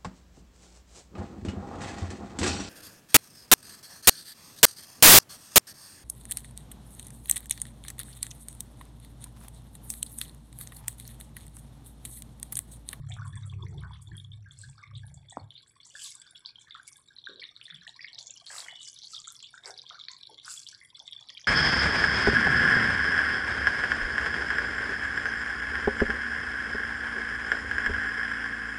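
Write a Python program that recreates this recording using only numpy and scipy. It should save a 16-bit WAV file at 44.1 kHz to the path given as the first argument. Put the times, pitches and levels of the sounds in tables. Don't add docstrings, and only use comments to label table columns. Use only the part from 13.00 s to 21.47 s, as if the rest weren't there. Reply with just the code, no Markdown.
import sys
import numpy as np
from scipy import signal
from scipy.fft import rfft, irfft, next_fast_len
from scipy.io import wavfile
from scipy.ndimage import uniform_filter1d

SR = 44100
rng = np.random.default_rng(int(sys.argv[2]) if len(sys.argv) > 2 else 0)


def store_wav(level_fs):
    pcm = np.round(np.clip(np.atleast_2d(level_fs), -1, 1) * 32767)
    wavfile.write(sys.argv[1], SR, pcm.T.astype(np.int16))


N = 373527
TIME = np.arange(N) / SR

# peak time in seconds, peak level in dB, pitch in Hz,
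# time to swell to the peak in ms, froth level in dB relative to the pop before the froth's trim.
POPS = [(0.1056, -47, 735, 5.2, 0), (0.11, -47, 2310, 5.0, 5), (0.1187, -37.5, 3440, 1.2, -10),
        (0.1232, -34, 3400, 1.5, -0.5), (0.14, -36, 7800, 0.29, -13), (0.1667, -39.5, 1234, 0.94, 11),
        (0.188, -39, 1500, 2.3, -19), (0.2206, -38, 1440, 3.7, -4), (0.2555, -45.5, 1124, 11.8, 3.5),
        (0.2797, -37.5, 8940, 0.44, -3), (0.3345, -48, 1730, 5.5, 5.5), (0.3561, -37, 8300, 0.52, 3),
        (0.3762, -46, 3450, 5.8, -9), (0.435, -48, 3750, 4.7, -18), (0.499, -43, 3370, 3.3, -6),
        (0.6068, -51.5, 1104, 6.7, 1.5), (0.6266, -42.5, 3460, 4.3, -18), (0.667, -43.5, 2000, 1.97, -10),
        (0.7823, -43, 3450, 3.4, -2), (0.837, -37, 1490, 1.5, 4), (0.91, -42, 973, 3.6, -17),
        (0.9345, -44, 3420, 2.5, 4.5), (1.074, -47, 3520, 3.7, -12), (1.1183, -45.5, 1750, 3.4, 2.5),
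        (1.1544, -49.5, 3240, 4.3, -17), (1.1687, -34.5, 9600, 0.4, 0), (1.18, -39, 3380, 3.1, -17),
        (1.2003, -38.5, 3470, 2.2, -20), (1.2477, -42, 3420, 2.6, -23), (1.319, -41.5, 3410, 2.5, -5),
        (1.3355, -48.5, 3630, 4.6, -9), (1.463, -48, 1610, 8.2, 1), (1.511, -42, 3440, 3.1, -8.5),
        (1.6393, -43, 1610, 7.1, -8), (1.782, -49.5, 1290, 3.7, 8), (1.831, -47.5, 1157, 6.7, -6),
        (1.8377, -39.5, 2170, 2.7, -3), (1.9147, -53, 1167, 6, -26), (1.9533, -40, 3550, 2.7, 7.5),
        (2.0369, -47.5, 1650, 6.3, -10), (2.0676, -39.5, 9700, 0.52, -3), (2.288, -48, 3500, 4.7, 3),
        (2.298, -39, 7700, 0.91, 8), (2.309, -41, 3470, 2.5, -20), (2.326, -44.5, 780, 3.8, -1),
        (2.329, -50, 1880, 4.8, 0.5), (2.399, -49, 4370, 4.6, -8), (2.5068, -36, 3470, 1.5, -1.5),
        (2.555, -42.5, 3560, 3.3, 6), (2.563, -46, 3640, 4.1, -3), (2.5796, -38.5, 4100, 1.56, 4),
        (2.766, -58, 1087, 7.9, -22), (2.804, -45, 3440, 3.7, -4), (2.833, -47.5, 4460, 3, 4),
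        (2.852, -43.5, 7350, 0.81, 11.5), (2.873, -41, 7700, 0.35, -11), (2.907, -51, 2950, 5.2, -3),
        (2.955, -34, 1647, 4.4, -7), (2.9946, -38, 3150, 1.3, 11.5), (3.046, -31, 4040, 1.0, 5),
        (3.0598, -36, 3590, 2.2, 5.5), (3.0632, -31.5, 6650, 0.4, 7.5), (3.1166, -35.5, 5750, 0.6, -4),
        (3.1223, -36, 5150, 0.37, -2), (3.153, -34, 7830, 1.1, -18), (3.2, -40, 7700, 1.6, -9),
        (3.223, -51, 3400, 2.1, 6), (3.266, -52, 1560, 3, -22), (3.3104, -40.5, 9600, 0.8, -14),
        (3.3554, -44.5, 3370, 11, -2), (3.3581, -37.5, 3420, 0.8, -14), (3.451, -37.5, 3430, 1.6, 2),
        (3.4600, -24, 4290, 0.95, -0.5), (3.558, -38.5, 3240, 2, -18), (3.5873, -44.5, 3220, 4.1, -21),
        (3.674, -51, 1754, 4.9, 9), (3.7092, -34.5, 3610, 1.54, 5), (3.745, -38, 3530, 1.4, 5.5),
        (3.7516, -36.5, 1337, 3.5, -1.5), (3.799, -41, 1536, 3.6, -24), (3.878, -32, 9700, 0.44, -8),
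        (3.8815, -48.5, 2240, 7.8, -3.5), (3.9258, -41, 8950, 0.7, -17), (3.9692, -37.5, 9000, 0.29, 3),
        (3.99, -58.5, 1080, 5.7, -6), (4.0868, -46.5, 3790, 3.3, -16), (4.109, -52, 1610, 7.7, -1),
        (4.1657, -40.5, 4040, 2.2, 0), (4.1865, -37, 3930, 3.5, -3), (4.2414, -39.5, 3520, 2.8, -9),
        (4.2548, -40, 4030, 2.4, -9), (4.2642, -31.5, 3730, 1.57, -17), (4.273, -29, 1584, 3.76, -25),
        (4.2878, -40, 3640, 2.1, -4), (4.2965, -37, 3860, 1.1, 6.5), (4.3597, -39.5, 3950, 1.4, 5),
        (4.397, -35.5, 3450, 1.6, -3), (4.3998, -36.5, 4360, 0.7, 10), (4.4204, -40, 2240, 4.4, -6),
        (4.4279, -36, 2030, 2.4, -1), (4.4356, -31, 2970, 0.57, -13), (4.4405, -29.5, 3920, 1.11, -4),
        (4.453, -36.5, 3710, 3.3, -8), (4.4917, -39, 3620, 2.8, -27), (4.5647, -35, 3900, 1.4, -7),
        (4.614, -32, 3030, 0.69, 0), (4.657, -39, 3520, 5.4, -1), (4.6671, -36.5, 3900, 1.1, -15),
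        (4.682, -44.5, 1880, 2.1, 6.5), (4.702, -38.5, 1875, 1.2, 4), (4.7042, -37, 3440, 5.1, -8),
        (4.7095, -34, 3650, 1.35, -12), (4.746, -37.5, 3490, 3.4, -8), (4.761, -39, 3260, 1.6, 4),
        (4.813, -43.5, 3940, 2.2, -6), (4.82, -48, 1694, 6.5, 0), (4.8692, -38.5, 1796, 3.7, -24),
        (4.878, -30, 3410, 0.68, -9), (4.8932, -34.5, 3800, 1.4, -7), (4.943, -47, 4000, 2.1, 0),
        (4.9937, -38.5, 1940, 2.5, -7), (5.008, -36, 2270, 1.36, -2), (5.0174, -40.5, 4830, 2.5, 8),
        (5.0447, -33.5, 2110, 1.23, -22), (5.0473, -29.5, 2090, 1.75, -14), (5.0839, -35.5, 3180, 1.3, -4),
        (5.132, -35.5, 4380, 1.2, 3), (5.147, -34, 4900, 0.66, -11), (5.1562, -38.5, 3900, 2, -15),
        (5.182, -37, 3480, 1.3, -3), (5.1855, -32, 4120, 1.3, 1), (5.189, -24.5, 5040, 0.29, -9),
        (5.211, -36, 4430, 2, -8), (5.228, -35, 6860, 0.5, -19), (5.2702, -30, 6760, 0.84, -28),
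        (5.2786, -35, 6070, 0.55, -8), (5.305, -49.5, 2670, 3.8, -7), (5.3078, -28.5, 7030, 0.93, -30),
        (5.34, -39, 5900, 1.4, -8), (5.365, -46.5, 2970, 3.8, -12), (5.3739, -35, 5970, 0.44, -3),
        (5.3794, -39.5, 5200, 0.8, -12), (5.466, -30, 4340, 0.39, 10.5), (5.503, -38.5, 1770, 2.6, 2),
        (5.5831, -29, 3990, 1.0, -1), (5.604, -25.5, 4350, 0.52, -4), (5.638, -36, 5630, 0.27, -6),
        (5.6647, -36.5, 1600, 0.64, -6), (5.685, -31, 2020, 2.0, -5.5), (5.758, -37, 3500, 2.1, -4),
        (5.8109, -38.5, 3660, 5.3, 1), (5.8494, -38, 6200, 1.1, -3), (5.856, -36, 5470, 0.63, 12.5),
        (5.8763, -32, 7100, 0.6, -10), (5.8829, -36, 6940, 0.5, -7), (5.888, -31, 7800, 0.31, -11),
        (5.8992, -33, 6440, 0.39, -1), (5.931, -37.5, 6540, 0.7, 2), (5.965, -40.5, 3730, 2.1, 6.5),
        (5.989, -33.5, 5600, 0.47, 5), (6.0192, -37, 3970, 0.9, 8.5), (6.0286, -37, 4150, 1.07, 14.5),
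        (6.1279, -35, 5250, 0.35, 10), (6.1355, -35, 4210, 1.2, -1), (6.1377, -48, 1300, 9.4, -0.5),
        (6.145, -30, 4650, 0.8, 5), (6.149, -31.5, 3520, 1.9, -5), (6.1656, -30, 3680, 1.5, -6),
        (6.1808, -35, 3260, 2.04, -23), (6.1904, -34, 5350, 0.5, -11), (6.2015, -31, 7100, 0.57, -13),
        (6.218, -35.5, 4800, 0.4, -10), (6.2443, -40.5, 3700, 3.3, 0), (6.273, -33, 7300, 0.5, -10),
        (6.2761, -43, 1327, 4.5, -5), (6.2805, -25.5, 7200, 0.7, -6), (6.2867, -37, 3590, 2.5, 0.5),
        (6.3038, -31, 6900, 0.34, -10), (6.323, -31, 9400, 0.21, -2), (6.348, -39, 5700, 0.27, 2),
        (6.3656, -37, 5400, 0.9, -2), (6.3919, -41, 4670, 1.2, 0), (6.4033, -33, 4250, 0.36, 5),
        (6.427, -37, 7270, 0.85, -9), (6.429, -41.5, 3370, 3.8, 10.5), (6.4443, -32, 3430, 1.1, -2),
        (6.4682, -42, 3770, 0.61, -7), (6.5425, -37.5, 1514, 4, -3), (6.578, -39, 1630, 2.4, -12),
        (6.6384, -40, 3640, 2.4, 0), (6.6583, -26.5, 5060, 0.6, -2), (6.6662, -54, 922, 18, -3),
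        (6.6766, -37, 8000, 0.98, 3), (6.6812, -49, 1544, 8.3, 8), (6.6853, -42, 790, 2, -6),
        (6.699, -39.5, 756, 2.6, 0.5), (6.7068, -29.5, 5370, 0.67, -16), (6.7412, -39, 4100, 1.4, -1),
        (6.7778, -33.5, 4670, 1.1, -2), (6.7899, -33.5, 3800, 1.26, -10), (6.7955, -34, 3760, 1.1, -6),
        (6.818, -33, 4900, 0.68, -21), (6.8664, -39, 3410, 2.8, -22), (6.8785, -43, 4120, 0.85, -13),
        (6.8935, -34, 5050, 0.3, 5), (6.9, -30, 3580, 1.1, -7), (6.9094, -38, 1245, 3.3, 3),
        (6.946, -39, 4330, 1.85, 1), (6.986, -47, 1255, 7, -18), (6.9931, -37, 4050, 0.9, 3),
        (7, -33.5, 3850, 1.5, -5), (7.0128, -33.5, 3520, 2.5, -11), (7.039, -33, 3800, 0.9, -8),
        (7.052, -35, 4100, 0.83, -19), (7.0847, -33.5, 2000, 1.13, -5), (7.0853, -24.5, 4170, 0.81, -3),
        (7.1084, -53, 1036, 19.6, -1), (7.1159, -33.5, 6570, 0.48, 0), (7.1345, -36.5, 4400, 0.9, -8),
        (7.167, -37.5, 4330, 1.2, -2), (7.2332, -31.5, 3730, 1.1, 1), (7.272, -33.5, 4000, 1.0, -49),
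        (7.2975, -48.5, 860, 6.3, -19), (7.389, -37.5, 3500, 1.6, -1), (7.3992, -36, 3540, 1.0, -9),
        (7.4482, -33, 5200, 0.66, 7.5), (7.4807, -31.5, 1450, 1.5, -8), (7.505, -33, 7000, 1.2, 9.5),
        (7.565, -37, 4280, 0.32, -8), (7.5768, -37, 3380, 3.8, -8), (7.5944, -33, 6200, 0.78, -10),
        (7.6676, -32.5, 3340, 1.7, -0.5), (7.675, -34, 4130, 0.8, -9), (7.688, -27, 5640, 0.34, -2),
        (7.6935, -34, 5670, 0.38, -13), (7.7297, -46.5, 1620, 3.9, 0.5), (7.7484, -33, 4630, 0.53, -3),
        (7.815, -43, 2028, 2.5, 4), (7.9523, -43, 3465, 6.7, 3), (7.9941, -34, 5200, 0.45, 2),
        (8.0013, -36, 3470, 3, -17), (8.058, -46, 3570, 3, -3), (8.0789, -31.5, 3560, 1.5, -5),
        (8.1121, -41, 3510, 2, -23), (8.1255, -31, 3500, 2, -19), (8.1316, -30, 3430, 1.5, -24),
        (8.1656, -35.5, 3450, 3.8, -13), (8.191, -42, 3480, 2.5, -9), (8.2882, -34, 4100, 0.9, -10),
        (8.2953, -34, 3350, 2.5, -8), (8.3019, -30, 4670, 0.36, 0), (8.303, -46, 1960, 2.7, -13),
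        (8.351, -40, 3340, 2, -6), (8.371, -43, 2400, 2.2, -1), (8.3748, -32.5, 3150, 1.5, -11),
        (8.3793, -30.5, 3900, 0.52, -14), (8.445, -36, 3330, 2, -12)]
# start in seconds, length in seconds, level in dB before a trim, middle pitch in Hz.
SPITS = [(0.077, 0.074, -53, 7700), (0.246, 0.046, -56.5, 7900), (0.452, 0.039, -54, 8150),
         (0.684, 0.034, -62.5, 7700), (1.013, 0.021, -51, 8750), (1.514, 0.012, -53, 7800),
         (1.574, 0.13, -51, 8030), (1.601, 0.055, -55.5, 4460), (1.969, 0.017, -56.5, 8200),
         (2.139, 0.027, -50.5, 7600), (2.662, 0.035, -58, 7900), (2.892, 0.036, -57, 7700),
         (3.595, 0.043, -54.5, 7450), (4.627, 0.027, -57, 9000), (4.869, 0.034, -55.5, 7600),
         (5.188, 0.1, -50, 6800), (5.795, 0.061, -46, 7330), (6.033, .11, -50.5, 6000),
         (6.526, 0.058, -56.5, 7200), (8.056, 0.023, -58, 7150), (8.197, 0.018, -59.5, 6500),
         (8.287, 0.15, -55.5, 5940)]
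# time in seconds, level in dB before each sound's own trim.
SMALL_ACTIVITY = [(0.0, -58.5), (1.4, -65.5), (1.65, -52), (2.0, -60.5), (2.75, -62), (3.0, -49),
                  (3.6, -55), (4.1, -59), (4.4, -55), (5.2, -47.5), (6.2, -50.5), (7.6, -45.5), (7.9, -49),
                  (8.4, -48)]
# time in seconds, level in dB before each sound's own trim.
TINY_ACTIVITY = [(0.0, -66), (0.4, -64), (0.85, -64.5), (1.6, -68), (2.55, -69), (3.1, -47), (3.55, -66.5),
                 (3.95, -52), (4.2, -78.5), (4.8, -66.5), (5.9, -58), (6.6, -63.5), (7.2, -65.5),
                 (7.6, -48.5), (8.3, -67)]


def amp(db):
    return 10 ** (np.asarray(db) / 20)


def evened(x):
    return x / np.sqrt(np.mean(x ** 2) + 1e-30)


def read(points, hz):
    f, value = np.transpose(points)
    return np.interp(np.log(hz + 1), np.log(f + 1), value)


def follow(curve):
    return amp(np.interp(TIME, *np.transpose(curve)))


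def add(mix, s, sound):
    part = mix[max(round(s * SR), 0):][:len(sound)]
    part += sound[:len(part)]


def tinted(x, spectrum):
    size = next_fast_len(N)
    colour = evened(amp(read(spectrum, np.fft.rfftfreq(size, 1 / SR))))
    return irfft(rfft(x, size) * colour, size)[:N]


def noise(spectrum):
    return evened(tinted(rng.standard_normal(N), spectrum))


def wavering(hz, width_hz, size):
    f = np.fft.rfftfreq(size, 1 / SR)
    band = np.exp(-2 * ((f - hz) / width_hz) ** 2)
    return evened(irfft(rfft(rng.standard_normal(size)) * band, size))


def surge(t, rise, decay, steepening=1):
    before, after = np.minimum(t, 0), np.maximum(t, 0)
    return np.exp(-.5 * (before / rise) ** 2 - (after / decay) ** steepening)


def bubble(hz, swell_ms, glide):
    swell = swell_ms / 1000
    u = np.arange(int(4.5 * swell * SR) + 2) / (swell * SR)
    turns = hz * swell * (u + glide * (u - 1) ** 2 / 2)
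    envelope = (u * np.exp(1 - u)) ** 6
    return envelope * np.sin(2 * np.pi * (turns + rng.random()))


def bunch(waits, hz, octaves, spread_db, cycles):
    # pitch in Hz, relative level in dB.
    favoured = [(500, -17), (1100, 3), (1350, -6.5), (1600, 22.5), (1900, -9.5), (2200, 14), (2700, -4),
                (3450, 4), (4300, 8), (5800, 1), (7600, -4.5), (9700, -3.5), (12000, -23)]
    out = np.zeros(int((waits.max() + .06) * SR))
    for wait, (size, strength, length) in zip(waits, rng.standard_normal((len(waits), 3))):
        pitch = hz * 2 ** (octaves * size * abs(size) / 2)
        db = spread_db * strength - 2 * size ** 2 + read(favoured, pitch)
        swell_ms = 1000 * cycles * np.exp(.4 * length) / pitch
        add(out, wait, amp(db) * bubble(pitch, swell_ms, 0))
    return out / np.linalg.norm(out)


def pan_echoes(x, decay_s, size=2048):
    t, out = np.arange(size // 2) / SR, np.zeros(N)
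    window = np.sin(np.pi * np.arange(size) / size)
    for i in range(0, N - size, size // 2):
        taps = rng.choice([-1., 1.], len(t)) * (rng.random(len(t)) < .1)
        taps *= (t > .0012) * np.exp(-t / decay_s)
        add(out, i / SR, signal.fftconvolve(x[i:i + size] * window, taps / np.linalg.norm(taps)))
    return out


def kitchen(x, pan_db, room_db, pan_decay=0.0035, size=22050):
    # pitch in Hz, time to fade by 60 dB in seconds.
    fade_times = [(200, 0.3), (1000, 0.29), (2200, 0.34), (4000, 0.086), (8000, 0.24), (14000, 0.24)]
    taps = rng.choice([-1., 1.], size) * (rng.random(size) < .1) * (np.arange(size) / SR > .0015)
    hz, frame_s, z = signal.stft(taps, SR, nperseg=256)
    fade = amp(-60 * frame_s / read(fade_times, hz)[:, None])
    tail = signal.istft(z * fade, SR, nperseg=256)[1][:size]
    room = signal.oaconvolve(x, tail / np.linalg.norm(tail))[:N]
    return x + amp(pan_db) * pan_echoes(x, pan_decay) + amp(room_db) * room


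def still_air(level_db=-74):
    # pitch in Hz, relative level in dB.
    air_colour = [(20, -14.5), (60, 0), (130, 8), (200, -3.5), (350, -5), (700, -17.5), (2000, -19.5),
                  (6000, -52), (10000, -22.5), (12500, -42.5), (15500, -39)]
    return amp(level_db) * noise(air_colour)


def hum(level_db=0.5, size=131072):
    # time in seconds, level in dB before the trim.
    strength = [(0.0, -39.5), (0.47, -40.5), (0.54, -38), (0.84, -41), (1.05, -51), (1.13, -41),
                (1.23, -49), (1.36, -45), (1.55, -56), (1.68, -46.5), (1.83, -65), (1.95, -42), (2.22, -53),
                (2.33, -66), (2.45, -49), (2.53, -67), (2.63, -67)]
    # pitch in Hz, width in Hz, relative level in dB.
    bands = [(69.37, 3.5, -8.5), (101.7, 10.5, 2), (109.7, 57, -5.5), (135, 13.4, -1.5), (170.6, 17, -14),
             (185, 85, -22.5), (34.7, 33, -20)]
    tone = sum(amp(db) * wavering(hz, width_hz, size) for hz, width_hz, db in bands)
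    tone /= np.sqrt(uniform_filter1d(tone ** 2, size=4400))
    out = np.zeros(N)
    add(out, 0, tone)
    fade_out = np.clip((strength[-1][0] - TIME) * 10, 0, 1)
    return amp(level_db) * out * follow(strength) * fade_out


def knock(knock_s=2.3704):
    # pitch in Hz, peak level in dB, time to swell in ms, delay of the peak in seconds.
    rings = [(844, -20.5, 1.34, 0.0012), (263, -33.5, 3.9, 0.00514), (194, -54, 9.7, 0.031),
             (104, -42, 19, 0.0625)]
    out = np.zeros(N)
    for hz, db, swell_ms, delay in rings:
        add(out, knock_s + delay - swell_ms / 1000, amp(db) * bubble(hz, swell_ms, 0))
    return out


def steam_tones(rows, size=32768):
    out, t = np.zeros(N), (np.arange(size) - size // 6) / SR
    for s, db, hz, width_hz, rise, decay in rows:
        flow = surge(t, rise, decay)
        tone = evened(flow * wavering(hz, width_hz, size))
        add(out, s + t[0], amp(db) * tone * np.sqrt(np.mean(flow ** 2)))
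    return out


def gurgles():
    # peak time in seconds, level in dB, pitch in Hz, width in Hz, rise and decay in seconds.
    gurgle_rows = [(.34, -67, 280, 120, 0.027, 0.072), (.64, -57.5, 370, 110, 0.059, 0.095),
                   (.78, -58.5, 386, 114, 0.078, 0.047), (1.12, -62.5, 325, 102, 0.03, 0.058),
                   (4.30, -53.5, 380, 220, 0.0062, 0.051), (4.39, -60, 477, 206, 0.011, 0.018),
                   (4.76, -57, 168, 52, 0.022, 0.045), (5.20, -67, 745, 303, 0.039, 0.046),
                   (6.69, -56, 460, 149, 0.025, 0.059), (7.30, -66, 740, 297, 0.0039, 0.027),
                   (7.325, -60, 430, 207, 0.021, 0.029), (.85, -56.5, 1090, 390, 0.023, 0.064),
                   (3.16, -65, 1120, 150, 0.0083, 0.013), (4.29, -64, 1160, 250, 0.016, 0.042),
                   (6.92, -61, 720, 292, 0.0084, 0.029), (7.475, -54.5, 1380, 605, 0.015, 0.023),
                   (3.26, -67, 1550, 196, 0.097, 0.27), (8.01, -61, 764, 338, 0.0057, 0.031),
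                   (8.22, -65, 940, 403, 0.0099, 0.036)]
    return steam_tones(gurgle_rows)


def whistles():
    # peak time in seconds, level in dB, pitch in Hz, width in Hz, rise and decay in seconds.
    whistle_rows = [(5.695, -50, 3000, 130, .016, .07), (5.73, -53.5, 3410, 150, .025, .09),
                    (5.81, -51, 2980, 110, .035, .055)]
    return steam_tones(whistle_rows)


def droplets(flow, per_s, merge_db):
    chance = np.clip(per_s / SR * (1 + (flow / amp(merge_db)) ** 2), 0, 1)
    return flow * rng.standard_normal(N) * (rng.random(N) < chance) / np.sqrt(chance)


def sizzles(spray_db=34.5, spray_lag=0.018, per_s=1100, merge_db=-53, drying=1.4,
            splutter_per_s=350, splutter_merge_db=-47):
    # peak time in seconds, level in dB, rise and decay in seconds,
    # splutter level in dB relative to the hiss.
    bursts = [(1.61, -61, 0.03, 0.098, -21), (3.041, -44.5, 0.051, 0.068, -46),
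              (3.886, -50.5, 0.012, 0.0079, -33), (5.564, -44, 0.047, 0.089, -5),
              (6.121, -52.5, 0.02, 0.073, -19.5), (6.68, -52, 0.024, 0.025, 1),
              (7.506, -44.5, 0.028, 0.1, -30)]
    # pitch in Hz, relative level in dB.
    hiss_colour = [(1500, -36), (2700, -1), (3500, -12.5), (4800, 5.5), (6200, 1), (7800, 9.5),
                   (9200, -3.5), (11000, -9.5), (13000, -35)]
    splutter_colour = [(150, -65), (350, -3.5), (700, 10.5), (1300, 7.5), (2100, 13), (2700, -9),
                       (4000, -57)]
    spray_colour = [(6000, -34), (9000, 18.5), (11000, 6), (13000, 3), (15500, -8)]
    hiss, splutter, spray = np.zeros(N), np.zeros(N), np.zeros(N)
    for s, db, rise, decay, splutter_db in bursts:
        flow = amp(db) * surge(TIME - s, rise, decay, drying)
        hiss += flow
        splutter += flow * amp(splutter_db)
        late_flow = amp(db) * surge(TIME - s - spray_lag, rise, decay, drying)
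        spray += amp(spray_db) * late_flow ** 2
    steam = tinted(droplets(hiss, per_s, merge_db), hiss_colour)
    drops = tinted(droplets(splutter, splutter_per_s, splutter_merge_db), splutter_colour)
    return steam + drops + spray * noise(spray_colour)


def crackle(per_s=190, spread_db=4.5, clump_db=5.5, drift=.04, count=90, fine_hz=6300):
    # middle pitch in Hz, width in Hz,
    # level in dB relative to the bubble activity, steady level in dB.
    hollows = [(1125, 92, -36.5, -89.5), (1620, 77, -39.5, -86), (2237, 120, -30.5, -85.5),
               (3479, 207, -18, -76), (4430, 290, -20, -90), (5560, 350, -23.5, -106),
               (7550, 500, -18, -88), (9800, 480, -25.5, -101)]
    clumps = evened(uniform_filter1d(rng.standard_normal(N), size=500))
    tick_db = spread_db * np.minimum(rng.exponential(1, N), 3) + clump_db * clumps
    ticks = (rng.random(N) < per_s / SR) * amp(tick_db)
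    ticks /= np.sqrt(uniform_filter1d(ticks ** 2, size=5000) + .2 * np.mean(ticks ** 2))
    out = np.zeros(N)
    t = np.arange(1400) / SR
    for hz, width_hz, db, steady_db in hollows:
        wander = np.interp(TIME, np.linspace(0, TIME[-1], count), rng.standard_normal(count))
        pitch = hz * (1 + drift * wander)
        ring = signal.oaconvolve(ticks * rng.standard_normal(N), t * np.exp(-np.pi * width_hz * t))[:N]
        rung = evened(ring * np.sin(2 * np.pi * np.cumsum(pitch) / SR))
        activity = follow(TINY_ACTIVITY if hz > fine_hz else SMALL_ACTIVITY)
        out += rung * np.hypot(amp(db) * activity, amp(steady_db))
    return out


def swarm(activity, pitches, per_s, cycles, patchy_db, level_db, count=32):
    hz = np.geomspace(pitches[0][0], pitches[-1][0], count)
    n = int(per_s * N / SR)
    at, kind = rng.integers(0, N, n), rng.integers(0, count, n)
    bunches = rng.standard_normal((count, N // 512 + 1))
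    bunches = uniform_filter1d(bunches, size=9, axis=0, mode="wrap")
    bunches = evened(uniform_filter1d(bunches, size=6, axis=1))
    size_db = 5 * np.minimum(rng.exponential(1, n), 2.5) + patchy_db * bunches[kind, at // 512]
    shapes = []
    for f in hz:
        swell_ms = 1000 * cycles / f * 2 ** rng.uniform(-.8, .6)
        shapes.append(amp(read(pitches, f)) * bubble(f, swell_ms, .01))
    out = np.zeros(N)
    for i, k, gain in zip(at, kind, amp(size_db)):
        add(out, i / SR, gain * shapes[k])
    power = uniform_filter1d(uniform_filter1d(out ** 2, size=3600), size=1500) + .1 * np.mean(out ** 2)
    return amp(level_db) * follow(activity) * out / np.sqrt(power)


def large_bubbles():
    # time in seconds, level in dB before the trim.
    large_activity = [(0.0, -56), (0.3, -50), (0.9, -54), (1.3, -70.5), (1.8, -60.5), (2.7, -66),
                      (3.2, -59.5), (4.1, -73), (4.75, -58), (5.4, -65), (5.6, -42), (5.95, -71),
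                      (6.9, -58.5), (7.3, -79), (8.3, -56)]
    # pitch in Hz, relative level in dB.
    large_pitches = [(500, -16), (750, -2), (1100, 2), (1600, -0.5), (2150, 14), (2600, 0.5)]
    return swarm(large_activity, large_pitches, per_s=200, cycles=3.75, patchy_db=12.0, level_db=-11.0)


def small_bubbles():
    # pitch in Hz, relative level in dB.
    small_pitches = [(2800, -49), (3150, -22), (3500, 10), (4300, 0), (5000, 2), (5800, 0)]
    return swarm(SMALL_ACTIVITY, small_pitches, per_s=200, cycles=4.8, patchy_db=10.5, level_db=-14.5)


def tiny_bubbles():
    # pitch in Hz, relative level in dB.
    tiny_pitches = [(5800, 17), (6500, 1.5), (7600, 12.5), (8600, -31), (10000, 25), (11500, -23)]
    return swarm(TINY_ACTIVITY, tiny_pitches, per_s=130, cycles=4.7, patchy_db=12.0, level_db=-9.5)


def gulps(lull_db=-8, rise_s=0.0071, decay_s=0.051, size=16384):
    near = np.zeros(N + size)
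    shape = surge((np.arange(size) - size // 4) / SR, rise_s, decay_s)
    for s, *_ in POPS + SPITS:
        add(near, s, shape ** 2)
    crowd = np.tanh(2 * near[size // 4:][:N])
    return np.hypot(amp(lull_db), np.sqrt(crowd))


def spits(level_db=-8.5, octaves=0.13, spread_db=8.0, cycles=3.36, count=16):
    out = np.zeros(N)
    for s, length, db, hz in SPITS:
        waits = length * (np.arange(count) + rng.random(count)) / count
        strength = amp(db + level_db) * np.sqrt(length * SR)
        add(out, s, strength * bunch(waits, hz, octaves, spread_db, cycles))
    return out


def froth(level_db=-7.0, count=11, delay_s=0.001002, wait_s=.02, octaves=0.205, spread_db=5, cycles=4.77):
    out = np.zeros(N)
    for s, db, hz, swell_ms, froth_db in POPS:
        waits = -wait_s * np.log(1 - (np.arange(count) + rng.random(count)) / (count + 1))
        strength = amp(db + froth_db + level_db) * np.linalg.norm(bubble(hz, swell_ms, 0))
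        add(out, s + delay_s, strength * bunch(waits, hz, octaves, spread_db, cycles))
    return out


def pops(glide=0.011, glide_spread=0.013, snap_db=-23, snap_cycles=1.6, twin_db=-13, twin_octaves=0.11):
    out = np.zeros(N)
    variations = rng.uniform(-1, 1, (len(POPS), 3))
    for (s, db, hz, swell_ms, _), (bend, detune, lag) in zip(POPS, variations):
        swell = swell_ms / 1000
        add(out, s - swell, amp(db) * bubble(hz, swell_ms, glide + glide_spread * bend))
        twin_hz = hz * 2 ** (twin_octaves * detune)
        add(out, s + swell * lag / 2, amp(db + twin_db) * bubble(twin_hz, swell_ms, 0))
        snap_hz = np.sqrt(hz * 3600)
        snap_s = snap_cycles / snap_hz
        add(out, s - snap_s, amp(db + snap_db) * bubble(snap_hz, 1000 * snap_s, 0))
    return out


def scene():
    background = still_air() + hum() + kitchen(knock(), pan_db=-37, room_db=-14.0)
    steam = gurgles() + whistles() + sizzles()
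    fine_simmer = gulps() * (small_bubbles() + tiny_bubbles() + crackle())
    simmer = kitchen(large_bubbles() + fine_simmer, pan_db=-2.5, room_db=-9)
    frothing = kitchen(froth() + spits(), pan_db=-3.0, room_db=-4.5)
    popping = kitchen(pops(), pan_db=-8.5, room_db=-9.5)
    return (background + steam + simmer + frothing + popping)[None]


def record(dry, edge_hz=15720):
    lowpass = signal.firwin(511, edge_hz, window=("kaiser", 9), fs=SR)
    return signal.oaconvolve(dry, lowpass[None], "same")


dry = scene()
out = record(dry)
store_wav(out)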